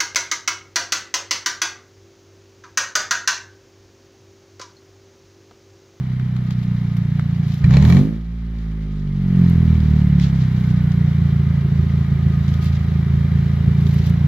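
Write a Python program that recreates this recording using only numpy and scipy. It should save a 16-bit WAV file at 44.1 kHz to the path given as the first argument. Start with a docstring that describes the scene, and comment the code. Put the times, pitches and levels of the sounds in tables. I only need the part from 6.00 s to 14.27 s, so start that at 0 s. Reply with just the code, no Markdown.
"""First comes the low thudding of an open exhaust: a small four-cylinder car is backing up to the listener.
It barks once on the throttle, hums as it slows, pulls against the clutch and ends up idling close by.
Each firing sends a thud and a puff of gas down the pipe; the hardest ones crack and rattle its loose end.
Under the thuds the engine bay hisses and whines, a panel buzzes, and grit cracks beneath the tyres."""
import sys
import numpy as np
from scipy import signal
from scipy.fft import rfft, irfft, next_fast_len
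from scipy.io import wavfile
from scipy.ndimage import uniform_filter1d, minimum_filter1d, map_coordinates

SR = 44100
rng = np.random.default_rng(int(sys.argv[2]) if len(sys.argv) > 2 else 0)


def dump(signal):
    """Clip the signal to [-1, 1] and save it as 16-bit WAV at the path in sys.argv[1]."""
    limited = np.clip(np.atleast_2d(signal).T, -1, 1)
    pcm = np.round(limited * 32767).astype(np.int16)
    wavfile.write(sys.argv[1], SR, pcm)


N = 364707
TIME = np.arange(N) / SR
OPEN_S, SHUT_S = 1.635, 1.977  # the throttle opens and shuts once: the blip


def amp(db):
    """Turns decibels into a number to multiply by."""
    return 10 ** (np.asarray(db) / 20)


def unit(x):
    """Scales a signal to an average strength (rms) of one."""
    return x / np.sqrt(np.mean(x ** 2) + 1e-20)


def curve(rows):
    """Joins the points of a time table with straight lines."""
    return np.interp(TIME, *np.transpose(rows))


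def read(points, hz):
    """Looks up a frequency table, with every octave equally wide."""
    f, value = np.transpose(points)
    return np.interp(np.log(hz + 1), np.log(f), value)


def drift(hz):
    """A smooth random wander that changes about hz times a second."""
    wander = np.interp(TIME * hz, np.arange(4096), rng.standard_normal(4096))
    return unit(uniform_filter1d(wander, size=300))


def swell(s, half_s):
    """A smooth rise and fall around the moment s."""
    return np.exp(-((TIME - s) / half_s) ** 2)


def ring(x, modes):
    """Lets a sound ring at a few pitches, keeping its strength; narrow ones ring longest."""
    out = np.zeros(x.shape)
    for hz, width, db in modes:
        pole = np.exp((2j * hz - width) * np.pi / SR)
        out += amp(db) * unit(signal.lfilter([1], [1, -pole], x).real)
    return unit(out) * np.sqrt(np.mean(x ** 2))


# how often the engine fires: t/s, f/Hz
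FIRING_RATE = [(0.0, 31.86), (0.45, 30.96), (1.11, 29.03), (1.46, 28.66), (1.65, 27.68), (1.89, 41.45),
               (2.1, 54.63), (2.37, 57.19), (2.76, 53.28), (3.06, 48.79), (3.36, 44.76), (3.68, 39.94),
               (4.22, 34.98), (4.46, 31.61), (5.22, 28.2), (5.79, 27.61), (7.0, 27.44), (8.27, 28.4)]
def crank(start=-.31, wobble=0.0039):
    """Counts the firings so far; the crank never turns quite evenly."""
    return start + np.cumsum(curve(FIRING_RATE)) / SR + wobble * drift(25)


def revs(idle_hz=27.27):
    """Engine speed in octaves above idle."""
    return np.log2(curve(FIRING_RATE) / idle_hz)


# strength of the thuds: t/s, level/dB
THUD_STRENGTH = [(0.0, -18), (0.9, -16), (1.45, -16), (1.61, -19.5), (1.65, -6.5), (1.75, -3.5),
                 (1.96, -4.5), (2.1, -19), (2.25, -30.5), (2.75, -23.5), (3.2, -19), (3.42, -10),
                 (4.15, -13), (4.35, -14), (4.8, -13.5), (5.7, -17), (8.27, -14.5)]
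def effort_db():
    """How hard the engine is working."""
    return curve(THUD_STRENGTH)


def way_left(stop_s=5.9, braking=0.81):
    """Share of the way still to roll, from 1 to 0 as the car brakes to rest."""
    return np.clip(1 - TIME / stop_s, 0, 1) ** braking


def throttle(attack_s, release_s, delay_s=0):
    """Follows the blip, between 0 and 1: builds once the throttle opens, fades once it shuts."""
    rise = np.clip((TIME - OPEN_S - delay_s) / attack_s, 0, 1)
    return rise * np.exp(-np.maximum(TIME - SHUT_S, 0) / release_s)


def snarl():
    """How strongly the pipe snarls, from 0 to 1, just after the throttle shuts."""
    return swell(SHUT_S + 0.097, half_s=0.12)


def combustion(firings, scatter_db=1.6, steady_octaves=.18):
    """Strength of each firing: uneven at idle, steadier as the engine speeds up."""
    chance = rng.standard_normal(400)[np.round(firings).astype(int) + 1]
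    return amp(uniform_filter1d(scatter_db * chance * np.exp(-revs() / steady_octaves), size=300))


# tone of a thud leaving the pipe: f/Hz, level/dB
PIPE_TONE = [(50.0, -13), (62.0, -10), (80.0, 1.5), (102.0, -9), (128, -0.7), (146.0, 1), (160, -4),
             (178.0, -2), (205.0, -14.5), (245.0, -25.5), (300.0, -45.5), (360.0, -38), (450.0, -48.5)]
# how the ground's echo changes that tone while the car is far: f/Hz, level/dB
GROUND_TONE = [(65, -7), (90, -10), (120, 3), (150, -5), (185, -1.9), (220, 1)]
# the lowest note, pumped by the pistons and growing with speed: f/Hz, level/dB
PISTON_NOTE = [(28, -47), (32, -46.5), (37, -30.5), (45, -27), (55, -21.5)]
def exhaust(firings, flutter_db=1.32, round_trip_s=0.01367):
    """A low note and its overtones add up to one thud a firing, which echoes inside the pipe."""
    rate, strength_db, far = curve(FIRING_RATE), effort_db() - 0.17, way_left() ** 2.4
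    suck = 3.22 * (1 - throttle(attack_s=.02, release_s=1.0))  # thuds suck at idle, push on the throttle
    heat = throttle(attack_s=0.82, release_s=1.8)
    bark_db = 11 * revs() + 3.5 * heat  # shorter firings and hot gas brighten the thud
    growl_db = 3 * revs() + 12 * snarl()
    echo = .27 * (1 - .7 * swell(3.6, half_s=.55))  # drier while pulling against the clutch
    note_db = read(PISTON_NOTE, rate) - 9 * throttle(attack_s=.1, release_s=0.23)
    thuds = amp(note_db) * np.cos(2 * np.pi * firings - 1.3)
    for multiple in range(2, 12):
        hz = multiple * rate
        bark = read([(140, 0), (245, 1)], hz)
        growl = read([(200, 0), (260, 1), (320, 1), (390, .3)], hz)
        treble_db = read([(450, -1.5), (540, -4.5), (700, -15)], hz)
        tone_db = read(PIPE_TONE, hz) + treble_db + far * read(GROUND_TONE, hz)
        db = strength_db + tone_db + bark * bark_db + growl * growl_db + flutter_db * drift(24)
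        echo_lag = 2 * np.angle(1 - echo * np.exp(-2j * np.pi * hz * round_trip_s))
        lag = echo_lag + 0.97 * bark ** 2  # the bark rings a little late
        thuds += amp(db) * np.cos(2 * np.pi * multiple * firings + suck - lag)
    return thuds * amp([[-.6], [.6]])  # left, right


def puffs(firings, lead, decay, floor):
    """Jumps up once a firing and sinks toward a floor; lead and decay are counted in firings."""
    return unit(floor + uniform_filter1d(np.exp(-((firings + lead) % 1) / decay), size=90))


def clatter(firings, locked):
    """Two streams of noise; the locked share repeats with each turn of the crank (two firings)."""
    patterns = rng.standard_normal((2, 1024))
    repeats = [map_coordinates(row, [firings * 512], order=3, mode="grid-wrap") for row in patterns]
    return locked * np.array(repeats) + (1 - locked) * rng.standard_normal((2, N))


# tones of the gas, rumbling and rasping: f/Hz, level/dB
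RUMBLE_TONE = [(25, -18.5), (70, 8.5), (180, 9.5), (250, -1), (300, -13), (375, -1), (470, -11), (570, -11),
               (720, -19.5), (1200, -47.5)]
RASP_TONE = [(240, -39), (400, -3.5), (683, -6.5), (1100, -6.5), (1300, -14), (2290, -12.5), (2670, -17.5),
             (4220, -14), (4770, -23), (6990, -22.5), (7790, -36), (12900, -41), (15500, -48)]
def gas(firings):
    """Each thud drags a puff of swirling gas; on the throttle a sharp rasp comes just ahead of it."""
    rumble = clatter(firings, locked=0.23) * puffs(firings, lead=0.037, decay=1.0, floor=0.96)
    rasp = clatter(firings, locked=0.78) * puffs(firings, lead=0.2, decay=0.36, floor=0.39)
    blip_db = 12 * throttle(attack_s=0.32, release_s=0.6) + 7 * snarl()
    rumble_db = -19 + effort_db() - 10 * way_left() + blip_db
    rasp_gain = amp(-31) * throttle(attack_s=0.041, release_s=0.032, delay_s=0.057)
    return stereo(rumble, RUMBLE_TONE) * amp(rumble_db) + stereo(rasp, RASP_TONE) * rasp_gain


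# a hollow overtone of the pipe: f/Hz, width/Hz, level/dB
HOLLOW_RING = [(384.8, 46, 0)]
def hollow_pipe(firings):
    """Every puff of gas makes the pipe ring, clearest at idle and close by."""
    gusts = rng.standard_normal(N) * puffs(firings, lead=.15, decay=0.26, floor=0.087)
    ringing = unit(ring(ring(gusts, HOLLOW_RING), HOLLOW_RING))
    return ringing * amp(-48 - 9 * way_left() - 10 * revs())


# tone of the engine bay's hiss: f/Hz, level/dB
HISS_TONE = [(300, 11.5), (550, 0.5), (1000, 4.5), (2100, 1), (2350, -13), (2600, -9), (2850, -7.5),
             (3900, -9.5), (4700, -11), (6800, -18.5), (7900, -25), (12000, -18.5), (15500, -24.5)]
# ringing metal under the car: f/Hz, width/Hz, level/dB
METAL_RINGS = [(575.6, 30, -5.5), (733, 100, -0.5), (1940, 270, -2.5), (2130, 17, -12), (2342, 79, 6.5),
               (2748, 13, -9), (2927, 30, -5.5), (3212, 65, -3), (3674, 71, -5), (3930, 19, -6.5)]
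def engine_bay(firings):
    """Valves clatter in the fan's hiss and ring the metal, louder with effort and nearness."""
    valves = clatter(firings, locked=0.24) * puffs(2 * firings, lead=0.18, decay=.25, floor=1.9)
    hiss = stereo(valves, HISS_TONE)
    metal = ring(hiss * puffs(firings, lead=0.22, decay=0.12, floor=0.73), METAL_RINGS)
    coast_db = -4 * swell(3.0, half_s=0.21)  # quieter as the engine coasts after the blip
    db = -32 + 0.59 * effort_db() - 4 * way_left() + coast_db
    return (0.95 * hiss + amp(-7) * metal) * amp(db)


def panel(firings, hz=1238, width_hz=11):
    """The firings shake a panel into a buzz, most when the engine settles right on idle."""
    shaking = rng.standard_normal(N) * puffs(firings, lead=0.23, decay=0.33, floor=.1)
    buzz = unit(ring(shaking, [(hz, width_hz, 0)]))
    at_idle = np.exp(-(revs() / .035) ** 2)
    return buzz * amp(-52 + 0.56 * effort_db() + 11 * at_idle)


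# tones of crunching grit and of spraying sand: f/Hz, level/dB
GRIT_TONE = [(500, -25.5), (1500, -1), (3800, 5), (6900, -6.5), (8200, -21), (13000, -27), (15500, -26)]
SAND_TONE = [(2000, -29.5), (6000, -1.5), (8200, -8), (10500, -2), (13000, 2.5), (15500, -9)]
# scuffs over patches of grit: t/s, half length/s, crunch level/dB, spray level/dB
GRIT_PATCHES = [(0.517, 0.012, -47.5, -57), (0.635, 0.0071, -52, -55), (0.973, .005, -54, -48),
                (1.534, 0.087, -50, -56), (1.903, 0.065, -45, -42), (3.49, 0.027, -50.5, -58),
                (4.242, 0.032, -39.5, -67.5), (4.4, 0.045, -48.5, -70), (4.631, 0.091, -56.5, -61),
                (6.52, 0.094, -54, -61.5), (6.651, 0.034, -44.5, -51), (6.747, 0.024, -49, -62),
                (7.932, 0.12, -51.5, -53), (8.077, 0.035, -45, -56)]
def tyres(grains_per_s=700, spread_db=4.5, decay_s=0.011):
    """Grains of very unequal size burst under the tread; each scuff crunches and sprays fine sand."""
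    sizes = amp(spread_db * np.minimum(rng.exponential(1, N), 5))
    grains = sizes * (rng.random(N) < grains_per_s / SR)
    bursts = signal.lfilter([1], [1, -np.exp(-1 / (decay_s * SR))], grains)
    flicker_db = spread_db * np.repeat(rng.exponential(1, N // 40 + 1), 40)[:N]
    crunch, spray = amp(-49 + 0.41 * effort_db()), np.zeros(N)
    for s, half_s, crunch_db, spray_db in GRIT_PATCHES:
        crunch += amp(crunch_db) * swell(s, half_s)
        spray += amp(spray_db) * swell(s, half_s)
    grit = stereo(bursts * rng.standard_normal((2, N)), GRIT_TONE)
    sand = noise(SAND_TONE) * unit(amp(flicker_db))
    return grit * crunch + sand * spray


# single stones under a tyre: t/s, level/dB, extra level for the knock/dB
STONE_SNAPS = [(0.197, -46, 14.5), (0.3654, -42.5, 6), (0.5074, -36.5, 6), (0.9676, -44.5, 10),
               (1.1952, -43.5, 16.5), (2.5864, -49, -5), (3.8033, -42, -8), (4.1978, -32.5, -22),
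               (4.9188, -41, -9.5), (6.4804, -37.5, -3), (6.5393, -37, -13), (7.868, -38.5, -3)]
# tone of a stone's knock: f/Hz, level/dB
KNOCK_TONE = [(300, -22), (800, 1), (1300, 7), (2200, 4.5), (3500, -22), (9000, -31)]
def stones(snap_s=.002, crumble_s=.016):
    """A stone snaps with a tick and a lower knock, and its crumbs trail after it."""
    tick, knock = np.zeros((2, N))
    for s, db, extra_db in STONE_SNAPS:
        age = np.maximum(TIME - s, 0)
        snap = (TIME > s) * np.exp(-age / snap_s)
        crumbs = (TIME > s) * .25 * np.exp(-age / crumble_s)
        tick += amp(db + 2) * (snap + crumbs)
        knock += amp(db + extra_db) * (snap + .5 * crumbs)
    return tick * noise(GRIT_TONE) + knock * noise(KNOCK_TONE)


# the hardest firings of the blip: t/s, level/dB
HARD_FIRINGS = [(1.642, -30), (1.708, -30), (1.738, -29), (1.769, -21), (1.824, -26), (1.851, -24),
                (1.9, -25), (1.924, -24), (1.968, -27)]
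# ringing of the loose pipe end: f/Hz, width/Hz, level/dB
PIPE_END_RINGS = [(1860, 83, -1.5), (2302, 48, -2.5), (4080, 140, -13)]
def cracks(decay_s=.0042):
    """The hardest firings crack and set the loose pipe end ringing."""
    bursts = sum(amp(db + 3) * (TIME > s) * np.exp(-abs(TIME - s) / decay_s) for s, db in HARD_FIRINGS)
    blast = noise(RASP_TONE) * uniform_filter1d(bursts, size=30)
    return blast + amp(-1) * ring(blast, PIPE_END_RINGS)


def clank(s=1.642, hz=2380, db=-27, decay_s=.006):
    """The pipe is jolted as the throttle opens and gives one short metallic note."""
    age = np.maximum(TIME - s, 0)
    return amp(db) * np.exp(-age / decay_s) * np.sin(2 * np.pi * hz * age)


# whines: multiple of the firing rate, loudest at t/s, half length/s, level/dB (only the first is heard)
GEARED_WHINES = [(49.4, 4.8, 0.68, -52.5), (63.5, 11, 0.25, -44.5)]
def whines(firings):
    """A part geared to the crank sings a thin note that swells and fades."""
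    smooth_angle = 2 * np.pi * uniform_filter1d(firings, size=4000)
    return sum(amp(db + drift(45)) * swell(s, half_s) * np.cos(multiple * smooth_angle)
               for multiple, s, half_s, db in GEARED_WHINES)


# how alike left and right sound: f/Hz, likeness (1 or more means fully alike)
SIDES_ALIKE = [(200, 0.6), (350, 1.2), (600, 0.42), (2000, 0.56), (4500, 0.4), (9000, 0.11)]
# how much louder the left is than the right: f/Hz, level/dB
LEFT_LEAN = [(60, 2), (110, -1.5), (200, -2.5), (380, -6.5), (700, 1), (1290, 4.5), (2380, 0.5), (4400, 1),
             (8120, 5), (15000, -9)]
def stereo(pair, tone):
    """Gives two unrelated noises one tone and blends them into one source, heard left and right."""
    size = next_fast_len(N)
    hz = np.fft.rfftfreq(size, 1 / SR)
    a, b = rfft(pair, size)
    alike = np.clip(read(SIDES_ALIKE, hz), 0, 1)
    mid, side = np.sqrt(1 + alike) * a, np.sqrt(1 - alike) * b
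    lean = amp(read(LEFT_LEAN, hz) / 2)
    both = np.array([(mid + side) * lean, (mid - side) / lean]) * amp(read(tone, hz))
    return unit(irfft(both, size)[:, :N])


def noise(tone):
    """Steady stereo noise with the given tone."""
    return stereo(rng.standard_normal((2, N)), tone)


def scene():
    """One crank drives the exhaust and the engine bay; the tyres add their grit."""
    firings = crank()
    pipe = (exhaust(firings) + gas(firings) + hollow_pipe(firings)) * combustion(firings)
    engine = pipe + cracks() + clank() + engine_bay(firings) + whines(firings) + panel(firings)
    return engine + tyres() + stones()


def record(dry, ceiling=.93, cutoff_hz=15750):
    """The left side hears the car slightly later; loud peaks are eased and the top treble is cut."""
    sides = np.array([np.pad(dry[0], (2, 0))[:N], dry[1]])
    allowed_gain = np.minimum(1, ceiling / (abs(sides).max(axis=0) + 1e-9))
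    limited = sides * uniform_filter1d(minimum_filter1d(allowed_gain, size=500), size=500)
    lowpass = signal.firwin(511, cutoff_hz, window=("kaiser", 9), fs=SR)
    return signal.oaconvolve(limited, lowpass[None], "same")


dry = scene()
out = record(dry)
dump(out)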